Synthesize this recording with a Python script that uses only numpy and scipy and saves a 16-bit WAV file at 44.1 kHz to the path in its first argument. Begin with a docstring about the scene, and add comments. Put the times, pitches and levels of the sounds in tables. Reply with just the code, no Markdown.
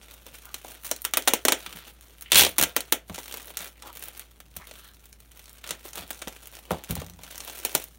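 """From the start a motor hums over quiet hiss while hands rustle brown paper: clumped creases over a soft rub.
Faint snaps of glue and creases on a cardboard parcel swell into loud ones near 1 s, with the hollow box speaking.
Finger slides (band noise) and single crease ticks join in; then low thuds, damped swings, of parcel and handling.
Near 2.4 s a taut strip of tape rips loudly; quieter snaps and ticks follow, then the firmest thuds from 6.3 s,
with scuffs of the box. Two loud snaps come near the end; a small room answers throughout, heard close by."""
import sys
import numpy as np
from scipy import signal
from scipy.io import wavfile
from scipy.ndimage import uniform_filter1d

SR = 44100
rng = np.random.default_rng(int(sys.argv[2]) if len(sys.argv) > 2 else 0)


def materialize(psi):
    """Save the field psi as 16-bit PCM at rate SR to the path in sys.argv[1].

    A 1-D psi becomes a single channel; in a 2-D psi each row is a channel.
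    """
    bounded = np.clip(np.atleast_2d(psi).T, -1, 1)
    quanta = np.round(bounded * 32767).astype(np.int16)
    wavfile.write(sys.argv[1], SR, quanta)


def gain_from_db(level_db):
    """Convert decibel levels to linear amplitude factors (20 dB per decade)."""
    decades = np.asarray(level_db, float) / 20
    return 10 ** decades


N = 352006

HUM_HZ, HUM_DB = 56.6, -56  # motor: mean pitch [Hz], rms level [dB]
HISS_DB = -62  # rms level [dB]
# tone of the hiss: (frequency [Hz], relative density [dB])
HISS_TONE = [(70, 0), (150, -0.5), (400, -10), (1000, -18.5), (3000, -24.5), (5000, -32.5), (10000, -29),
             (16500, -26)]
# hand strokes over paper and tape: (full effort from [s], held [s], effort [dB], grip on the box [dB])
STROKES = [(.0, 0.18, -55.5, -3.5), (.26, 0.026, -59, 2), (.35, 0.039, -51.5, -10),
           (0.441, 0.18, -53.5, -7.5), (.68, 0.07, -46.5, -5), (0.853, 0.0042, -35.5, -18),
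           (.95, .3, -54.5, -11), (1.3, 0.054, -42, -3), (1.571, 0.22, -49.5, -6.5), (1.781, 0.12, -53, -5),
           (2.03, 0.27, -61.5, -4), (2.343, 0.022, -22, -16), (2.376, 0.026, -14, -22),
           (2.428, 0.0073, -37, -0.5), (2.601, 0.089, -48.5, 2), (2.78, 0.12, -56, -3),
           (3.111, 0.14, -48.5, -11), (3.299, 0.1, -46.5, -5.5), (3.451, 0.13, -52, -3),
           (3.599, 0.048, -41, -6.5), (3.85, 0.032, -53, 4), (3.931, .28, -52, -7), (4.569, 0.2, -55.5, -7),
           (4.74, 0.14, -53.5, -15), (4.94, 0.12, -61, -15), (5.4, 0.071, -58, -7), (5.56, 0.051, -63, -5),
           (5.69, 0.037, -46, 0.5), (5.862, 0.014, -43, -11.5), (5.979, 0.021, -41.5, 1),
           (6.069, .3, -55, -2), (6.4, .25, -55.5, -5), (6.746, 0.032, -54, 12), (6.9, 0.11, -49, 0),
           (7.04, 0.054, -61.5, 5), (7.237, .25, -50, -2.5), (7.52, 0.31, -44, -7),
           (7.952, 0.054, -63, -19)]
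# every stroke swells from rest, holds and fades; hands never rest fully
RISE_S, FALL_DB_PER_S, RESTING_DB, RESTING_GRIP_DB = 0.052, 270, -64.5, -6.5
# level of the sheet layer over time: (time [s], level [dB])
SHEET_LEVEL = [(.5, -0.5), (.93, -6.5), (1.04, 3), (1.5, -2), (1.65, 10), (2.2, -1), (2.9, 0), (4.0, 2),
               (4.6, 2), (5.2, -3), (5.64, 9.5), (5.7, -1), (5.97, 2), (6.9, 1.5), (7.75, -4)]
# short snaps, glue or crease letting go, or the box scuffing:
# (time [s], crack level [dB], thinness as extra air [dB], grip on the box [dB])
SNAPS = [(0.14, -54, 9, -18), (0.2656, -47.5, 5.5, 4), (0.353, -46, -3, -18), (.4549, -52, 11, -12),
         (0.5429, -31.5, 1, -15), (.647, -46.5, -12, 9.5), (.6819, -47, -5, -21), (0.9135, -21, -1.5, -9),
         (0.963, -39.5, 0, -19), (1.044, -42, 6, -20), (1.05, -26, 5, -13), (1.137, -22, -1, -11),
         (1.1717, -21.5, 7, -0.5), (1.2752, -17.5, -11, -3), (1.2773, -17, -6, -7), (1.2827, -21, 5, 0.5),
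         (1.3357, -17.5, 2, -3.5), (1.4515, -19, 2, 0), (1.4835, -13.5, -3, -1.5),
         (1.5217, -15.5, -2, -4.5), (1.663, -41, 2, -8.5), (1.727, -44.5, 1, -13), (2.2225, -43, 7.5, -12),
         (2.319, -15.5, 1, -12), (2.3305, -19, -6, -9.5), (2.346, -19.5, -2, -10), (2.3566, -12, -3, -11),
         (2.37, -19.5, -9, -10), (2.378, -22.5, 4, -13), (2.382, -17.5, -11, -16), (2.395, -16.5, -1, -9),
         (2.4086, -17, -9, -13), (2.4185, -19, -5, -1), (2.435, -20.5, -7.5, -2), (2.4489, -22, -1, -4.5),
         (2.4653, -29.5, -6, 5), (2.583, -24, 10.5, -4), (2.5881, -22.5, -5, -3), (2.5969, -24, 3.5, -4),
         (2.6129, -20.5, 4, -7), (2.626, -19.5, 4, -5.5), (2.636, -19.5, 3, -5.5), (2.7647, -19, 2, -3),
         (2.806, -31.5, 2, -18), (2.9237, -17.5, 6.5, -3), (3.097, -46, -3, 15), (3.1458, -37.5, -3, -12),
         (3.1496, -42.5, -7, -24), (3.1582, -38, -3, -16), (3.1801, -41, -5, 6), (3.187, -36.5, -3, -5),
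         (3.258, -43, -2.5, -9), (3.28, -44.5, 2, -4), (3.341, -37.5, 5, -3), (3.372, -44, 9, -3),
         (3.504, -50, 7, 4.5), (3.571, -28.5, 2, -40), (3.606, -42, 5, -12), (3.8229, -41.5, -5, -24),
         (3.8722, -52, 9, 1), (3.953, -52.5, 10, -3), (3.971, -45, 6, -5), (4.025, -40, 4, -14),
         (4.084, -46, 10.5, -1), (4.176, -50.5, 11, -8), (4.1951, -43.5, 9, -14.5), (4.403, -47, 3, -6),
         (4.565, -44.5, 8, -2), (4.568, -40.5, 8, -42), (4.671, -52, 9, -1), (4.712, -44.5, -5, -2),
         (5.056, -51.5, 3, -20), (5.203, -53, 1.5, -10), (5.317, -53, 3, -14), (5.394, -49.5, 3, -10),
         (5.641, -43.5, 0, -17), (5.6655, -48, -3, -3), (5.691, -36.5, -7, -12), (5.7077, -26, -4.5, -11.5),
         (5.853, -54, 1, 15), (5.9327, -40, -6, -42), (5.9564, -40.5, 6, -9), (5.9806, -43, 4, -5),
         (6.1055, -38, 8, 2), (6.2182, -39, -5, -8), (6.2217, -36.5, -6, -6), (6.2736, -39.5, -7, 6.5),
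         (6.2814, -37.5, 2, -9), (6.472, -48.5, 10, -8), (6.5522, -44, -1, -20), (6.5685, -47, -5, -3),
         (6.7075, -40.5, 2.5, 22), (6.716, -40.5, 7, 12.5), (6.725, -51, 3, 20), (6.734, -53, 0, 24),
         (6.744, -52.5, -4, 20), (6.838, -43, 4, -4.5), (6.9084, -34, 8, -4.5), (6.898, -50, 3, 10),
         (6.926, -53, 5, 10), (6.966, -46, -4, 9), (6.9537, -36, 5.5, -28), (7.0172, -44.5, -4, 11.5),
         (7.19, -55, -3, 9.5), (7.2344, -44, 1.5, -4), (7.3792, -39, 3, -20), (7.404, -35, -8, -18),
         (7.448, -53, 12, -16), (7.4775, -40, 2, 0), (7.4979, -38, -4, -3.5), (7.589, -42, 4, -7),
         (7.65, -24, 5, -7), (7.7508, -17.5, 3, -4.5), (7.817, -52.5, 7, -16), (7.8402, -44, 10, -8)]
# the sheet's level rises with grip and with thinness [dB per dB]
SHEET_PER_GRIP, SHEET_PER_THIN = 0.21, 0.063
# treble of air and crack: (frequency [Hz], relative density [dB])
TREBLE = [(3300, -16), (4000, 4.5), (4930, -4.5), (5500, 4), (8200, 1.5), (9300, 7.5), (10500, 2.5),
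          (15900, 6), (16900, -11)]
# resonances of the slack paper: (frequency [Hz], width [Hz], relative level [dB])
SHEET_MODES = [(1376, 420, 6), (2170, 3040, 4), (3310, 2710, 6)]
# resonances of the hollow box: (frequency [Hz], width [Hz], relative level [dB])
BOX_MODES = [(285, 197, 0.5), (505, 143, 1.5), (659, 103, 0.5), (830, 810, -2.5)]
# a long strip of tape is peeled under tension: (from [s], to [s])
TAUT_SPAN = 2.31, 2.49
# resonances of the stretched strip: (frequency [Hz], width [Hz], relative level [dB])
TAPE_MODES = [(1612, 600, -19), (3270, 2470, -6)]
TAPE_DB = 4  # the taut strip rings louder than slack paper
# skin or nail sliding smoothly over card: (start [s], length [s], level [dB], middle pitch [Hz])
BRUSHES = [(0.433, 0.097, -56.5, 1297), (2.231, 0.1, -57.5, 2670), (3.755, 0.038, -57.5, 2230),
           (3.828, 0.085, -49.5, 1094), (4.589, 0.052, -56, 1093), (4.6, .065, -59, 2000),
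           (4.722, 0.21, -61.5, 3490), (4.74, .19, -62, 1446)]
# a single small crease flipping, without the box: (time [s], level [dB], extra air [dB])
TICKS = [(1.0194, -38, 11), (1.2231, -28, -7), (2.0103, -41, 1), (2.2104, -37, 4), (3.232, -34, -6),
         (3.325, -26.5, -8), (3.4184, -49, 3), (3.4291, -40, 1), (3.457, -44, 7), (3.4724, -46, 11),
         (3.5904, -27.5, -8), (3.929, -44.5, 5), (3.9943, -43, 9), (4.0384, -35, 6), (4.0564, -41, 8),
         (5.1283, -36, -8), (5.3738, -44.5, 2), (5.4417, -42, -4), (5.457, -37, -8), (5.4946, -37.5, -6),
         (5.5307, -47, 7), (5.5836, -41, -10), (5.675, -30, -4), (5.889, -35, -4), (6.0786, -47, 5),
         (6.1105, -26, -1), (6.1306, -34, -7), (6.1462, -34.5, -12), (6.1918, -35.5, -8), (6.3265, -38, -9),
         (6.4572, -36.5, -5), (6.8458, -32.5, -6), (7.002, -32, -9), (7.0457, -42, -3), (7.0647, -36, -4),
         (7.098, -34, -5), (7.136, -41, -13), (7.2444, -37, -10), (7.313, -36, 0), (7.3567, -31, -7)]
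# low damped thuds, parcel on the bench, and faint low parts of handling:
# (time [s], deep swing level [dB], upper swings level [dB], t60 [s])
THUDS = [(1.67, -49, -46, 0.092), (1.75, -52, -42, 0.14), (3.6, -56, -46, 0.11), (5.701, -48, -40, 0.11),
         (7.65, -55, -46, 0.058), (7.751, -45, -34.5, 0.096), (2.34, -34, -32, .3),
         (2.402, -30.5, -35.5, 0.29), (2.601, -33, -32, 0.21), (3.098, -36, -36, 0.18),
         (4.561, -42, -44.5, 0.21), (5.983, -44, -43, 0.21), (6.272, -31, -24, 0.023),
         (6.71, -28.5, -25, 0.16), (6.898, -24, -26, 0.15), (6.918, -25.5, -29, 0.15),
         (6.973, -23, -25.5, 0.11), (7.02, -45, -44, 0.96)]
# mean pitches of the thuds' swings: (deep [Hz], upper [Hz], second upper [Hz])
THUD_HZ = 78.8, 168.6, 200.6
# near echoes off bench, arms and shelf: (delay [s], level [dB])
ECHOES = [(.0026, -25.5), (.0051, -14), (.0083, -18)]
# decay of the room: (frequency [Hz], t60 [s])
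ROOM_DECAY = [(200, 0.17), (700, 0.18), (2000, 0.18), (5000, 0.15), (14000, 0.097)]


def evened(x):
    """Scales each row to rms 1."""
    return x / np.sqrt(np.mean(x ** 2, -1, keepdims=True) + 1e-20)


def smoothed(x, size):
    """Averages twice over a window of size samples, for a slow drift."""
    return uniform_filter1d(uniform_filter1d(x, size), size)


def read(points, hz):
    """Reads a curve at hz, along a logarithmic frequency axis."""
    f, value = np.transpose(points)
    return np.interp(np.log(hz + 1), np.log(f + 1), value)


def colour(x, gain):
    """Causal (minimum-phase) filter of unit energy with the given gain curve over frequency."""
    hz = np.abs(np.fft.fftfreq(8192, 1 / SR))
    log_gain = np.log(np.maximum(gain(hz), 1e-4))
    spectrum = np.exp(np.conj(signal.hilbert(log_gain)))
    taps = np.fft.ifft(spectrum).real[:3000]
    return signal.oaconvolve(x, taps / np.linalg.norm(taps))[:len(x)]


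def humps(modes, hz):
    """Gain of a few broad resonances, with steep skirts."""
    return np.sqrt(sum(gain_from_db(2 * db) / (1 + (2 * (hz - f) / w) ** 2) ** 2 for f, w, db in modes))


def background():
    """The slightly wavering hum of a motor somewhere in the room over steady hiss."""
    waver_hz = .5 * evened(smoothed(rng.standard_normal(N), 4000))
    phase = 2 * np.pi * np.cumsum(HUM_HZ + waver_hz) / SR
    hum = np.sqrt(2) * gain_from_db(HUM_DB) * np.sin(phase)
    hiss = colour(rng.standard_normal(N), lambda hz: gain_from_db(read(HISS_TONE, hz)))
    return hum + gain_from_db(HISS_DB) * hiss


def bodies(air, crack, sheet, box):
    """Air and crack share the treble; paper or taut tape rings and the box booms, each from its own drive."""
    def air_share(hz):
        return 1 / (1 + (9000 / (hz + 1)) ** 8)

    def air_gain(hz):
        return gain_from_db(read(TREBLE, hz)) * np.sqrt(air_share(hz))

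    def crack_gain(hz):
        return gain_from_db(read(TREBLE, hz)) * np.sqrt(1 - air_share(hz))

    def box_gain(hz):  # a small box radiates no deep bass
        return humps(BOX_MODES, hz) * hz ** 4 / (hz ** 4 + 215.0 ** 4)

    sample = np.arange(N)
    taut = (sample > TAUT_SPAN[0] * SR) & (sample < TAUT_SPAN[1] * SR)
    paper = colour(air, air_gain) + colour(crack, crack_gain)
    paper += colour(sheet * ~taut, lambda hz: humps(SHEET_MODES, hz))
    paper += gain_from_db(TAPE_DB) * colour(sheet * taut, lambda hz: humps(TAPE_MODES, hz))
    low_cut = signal.butter(2, 300, "high", fs=SR, output="sos")
    return signal.sosfilt(low_cut, paper) + colour(box, box_gain)


def effort():
    """Gain of the strokes on air, crack, sheet and box: efforts add in power, grip weighs most on the box."""
    t = np.arange(0, N / SR + .01, .002)
    start, held, db, grip_db = np.transpose(STROKES)[:, :, None]
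    swell_db = (db - RESTING_DB) / RISE_S * np.maximum(start - t, 0)
    fade_db = FALL_DB_PER_S * np.maximum(t - start - held, 0)
    db = db - swell_db - fade_db
    power = []
    # air, crack, sheet, box: (level [dB], share of the grip)
    for own_db, share in [(-0.5, 0.072), (-3.0, 0.16), (0.97, 0.41), (-2.5, 0.93)]:
        strokes = gain_from_db(2 * (db + share * grip_db)).sum(0)
        rest = gain_from_db(2 * (RESTING_DB + share * RESTING_GRIP_DB))
        power.append(gain_from_db(2 * own_db) * (strokes + rest))
    # the rustle follows the sheet layer's level only in part
    power[2] = power[2] * gain_from_db(0.48 * np.interp(t, *np.transpose(SHEET_LEVEL)))
    return np.array([np.interp(np.arange(N) / SR, t, np.sqrt(p)) for p in power])


def rustle():
    """Small creases pop in clumps, each a tick with a short frayed tail, over the rub of fingers on paper."""
    clumps = gain_from_db(4.5 * evened(smoothed(rng.standard_normal(N), 350)))
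    sizes = gain_from_db(3.5 * np.minimum(rng.exponential(1, N), 2.8))
    pops = sizes * (rng.random(N) < clumps * 300 / SR)  # around 300 a second
    # each pop has its own balance of air, crack, sheet and box
    pops = np.c_[[1, .9, .7, .45]] * pops * gain_from_db(4 * rng.standard_normal((4, N)).clip(-3, 1.5))
    fall = np.exp(-1 / (.0008 * SR))
    tails = signal.lfilter([.16], [1, -fall], pops) * rng.standard_normal((4, N))
    creases = (pops + tails) / np.std(pops[0] + tails[0])
    drift = gain_from_db(2.5 * evened(smoothed(rng.standard_normal((4, N)), 900)))  # the rub's colour drifts
    rubs = gain_from_db(-7) * evened(drift * np.sqrt(clumps) * rng.standard_normal((4, N)))
    return bodies(*effort() * evened(creases + rubs))


def bursts(s, db, rise, t60, tick, whole=False):
    """At each time a tick and a ragged dying run of fibre clicks, or both as one whole click."""
    t = np.arange(2200) / SR
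    size = (len(s), len(t))
    shape = (1 - np.exp(-t / rise)) * gain_from_db(-60 * t / t60)
    ragged = gain_from_db(4 * rng.exponential(1, size).clip(0, 3))
    burst = shape * rng.standard_normal(size) * ragged
    burst = evened(burst) / np.sqrt(len(t))  # unit energy
    burst[:, 0] += tick
    if whole:
        burst = (t == 0) * np.linalg.norm(burst, axis=1, keepdims=True)
    at = np.round(s * SR).astype(int)[:, None] + np.arange(len(t))
    burst = gain_from_db(db)[:, None] * burst
    out = np.bincount(at.ravel(), burst.ravel(), N + len(t))[:N]
    return np.sqrt(.003 * SR) * out  # a unit-energy burst at 0 dB has rms 1 if spread over 3 ms


def snaps(whole=False):
    """Short snaps: air and crack start at once, sheet and box swell more slowly, the sheet drive dies last."""
    s, crack_db, thin_db, grip_db = np.transpose(SNAPS)
    layer_db = np.interp(s, *np.transpose(SHEET_LEVEL))
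    sheet_db = crack_db + layer_db + SHEET_PER_GRIP * grip_db + SHEET_PER_THIN * thin_db - 0.6
    air = bursts(s, crack_db + thin_db - 1.5, rise=.0001, t60=0.011, tick=0.9, whole=whole)
    crack = bursts(s, crack_db + 0.39, rise=0.00021, t60=0.019, tick=0.72, whole=whole)
    sheet = bursts(s, sheet_db, rise=0.00027, t60=0.036, tick=1.0, whole=whole)
    box = bursts(s, crack_db + grip_db + 0.36, rise=0.00084, t60=0.019, tick=0.39, whole=whole)
    return bodies(air, crack, sheet, box)


def brushes(width=0.4, climb=0.084, uneven_db=5.0):
    """Soft noise in one band (width and climb as shares of its pitch) that climbs as the finger slides."""
    out = np.zeros(N)
    for s, length, db, hz in BRUSHES:
        u = np.linspace(0, 1, round(length * SR))
        a, b, c = rng.standard_normal((3, SR // 2))[:, :len(u)]
        low_pass = signal.butter(2, width * hz / 2, fs=SR, output="sos")
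        band = signal.sosfilt(low_pass, a + 1j * b)
        # shift the noise up to its gliding pitch
        turn = np.exp(2j * np.pi * np.cumsum(hz * (1 + climb * (u - .5))) / SR)
        uneven = uneven_db * evened(uniform_filter1d(c, 300))
        level = gain_from_db(db + uneven) * np.sqrt(np.sin(np.pi * u).clip(0))
        out[round(s * SR):][:len(u)] += level * evened((band * turn).real)
    return out


def ticks():
    """A crease flips: one sharp tick and hardly any tail; the sheet answers faintly."""
    s, db, air_db = np.transpose(TICKS)
    air = bursts(s, db + air_db - 9.5, rise=.0001, t60=.006, tick=1.5)
    crack = bursts(s, db - 11.0, rise=.0001, t60=0.0094, tick=0.91)
    sheet = bursts(s, db - 16.0, rise=.0002, t60=0.01, tick=0.64)
    return bodies(air, crack, sheet, np.zeros(N))


def thuds():
    """Low damped swings, each thud tuned a little differently."""
    out, t = np.zeros(N + SR), np.arange(SR // 2) / SR
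    tunings = rng.uniform(.94, 1.06, (len(THUDS), 3))
    for (s, deep_db, upper_db, t60), tuning in zip(THUDS, tunings):
        # a wandering phase blurs the pitch
        rocking = np.c_[[.015, .04, .06]] * np.cumsum(rng.standard_normal((3, len(t))), 1)
        deep, *upper = np.sin(2 * np.pi * np.outer(tuning * THUD_HZ, t) + rocking)
        ring = gain_from_db(deep_db) * deep + gain_from_db(upper_db) * (upper[0] + .5 * upper[1])
        shape = gain_from_db(-60 * t / t60) * (1 - np.exp(-t / 0.0032))
        out[round(s * SR):][:len(t)] += shape * ring
    return out[:N]


def room(x, far, tail_db=-9):
    """A few near echoes, then, fed by far, sparse taps of random sign dying band by band; three tails take turns."""
    out = x + sum(gain_from_db(db) * np.pad(x, (round(s * SR), 0))[:N] for s, db in ECHOES)
    at = np.arange(200, SR // 2 - 20, 20)
    for k in range(3):
        taps = np.zeros(SR // 2)
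        taps[at + rng.integers(0, 20, len(at))] = rng.choice([-1., 1.], len(at))
        hz, t, z = signal.stft(taps, SR, nperseg=256)
        decay = gain_from_db(-60 * t / read(ROOM_DECAY, hz)[:, None])
        tail = signal.istft(z * decay, SR, nperseg=256)[1]
        turn = np.sqrt(2 / 3) * np.sin(np.pi * (np.arange(N) * 23 / SR + k / 3))
        out += gain_from_db(tail_db) * signal.oaconvolve(far * turn, tail / np.linalg.norm(tail))[:N]
    return out


def scene():
    """Paper and tape in the room, its tail fed each snap as one even click; thuds and background stay dry."""
    small = ticks() + gain_from_db(-1.5) * rustle() + brushes()
    in_room = room(snaps() + small, snaps(whole=True) + small)
    return (in_room + thuds() + background())[None]


def roll_off(x):
    """The treble ends steeply here."""
    return signal.sosfilt(signal.butter(12, 17090, fs=SR, output="sos"), x)


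def record(dry):
    """Deep bass is cut, the treble ends near 16 kHz and the loudest cracks overload softly."""
    low_cut = signal.butter(4, 45, "high", fs=SR, output="sos")
    heard = signal.sosfilt(low_cut, dry)
    high_cut = signal.firwin(801, 15900, window=("kaiser", 8), fs=SR)
    heard = signal.oaconvolve(heard, high_cut[None], "same")
    mix = 0.89 * np.tanh(heard / 0.86)
    return roll_off(mix)


dry = scene()
out = record(dry)
materialize(out)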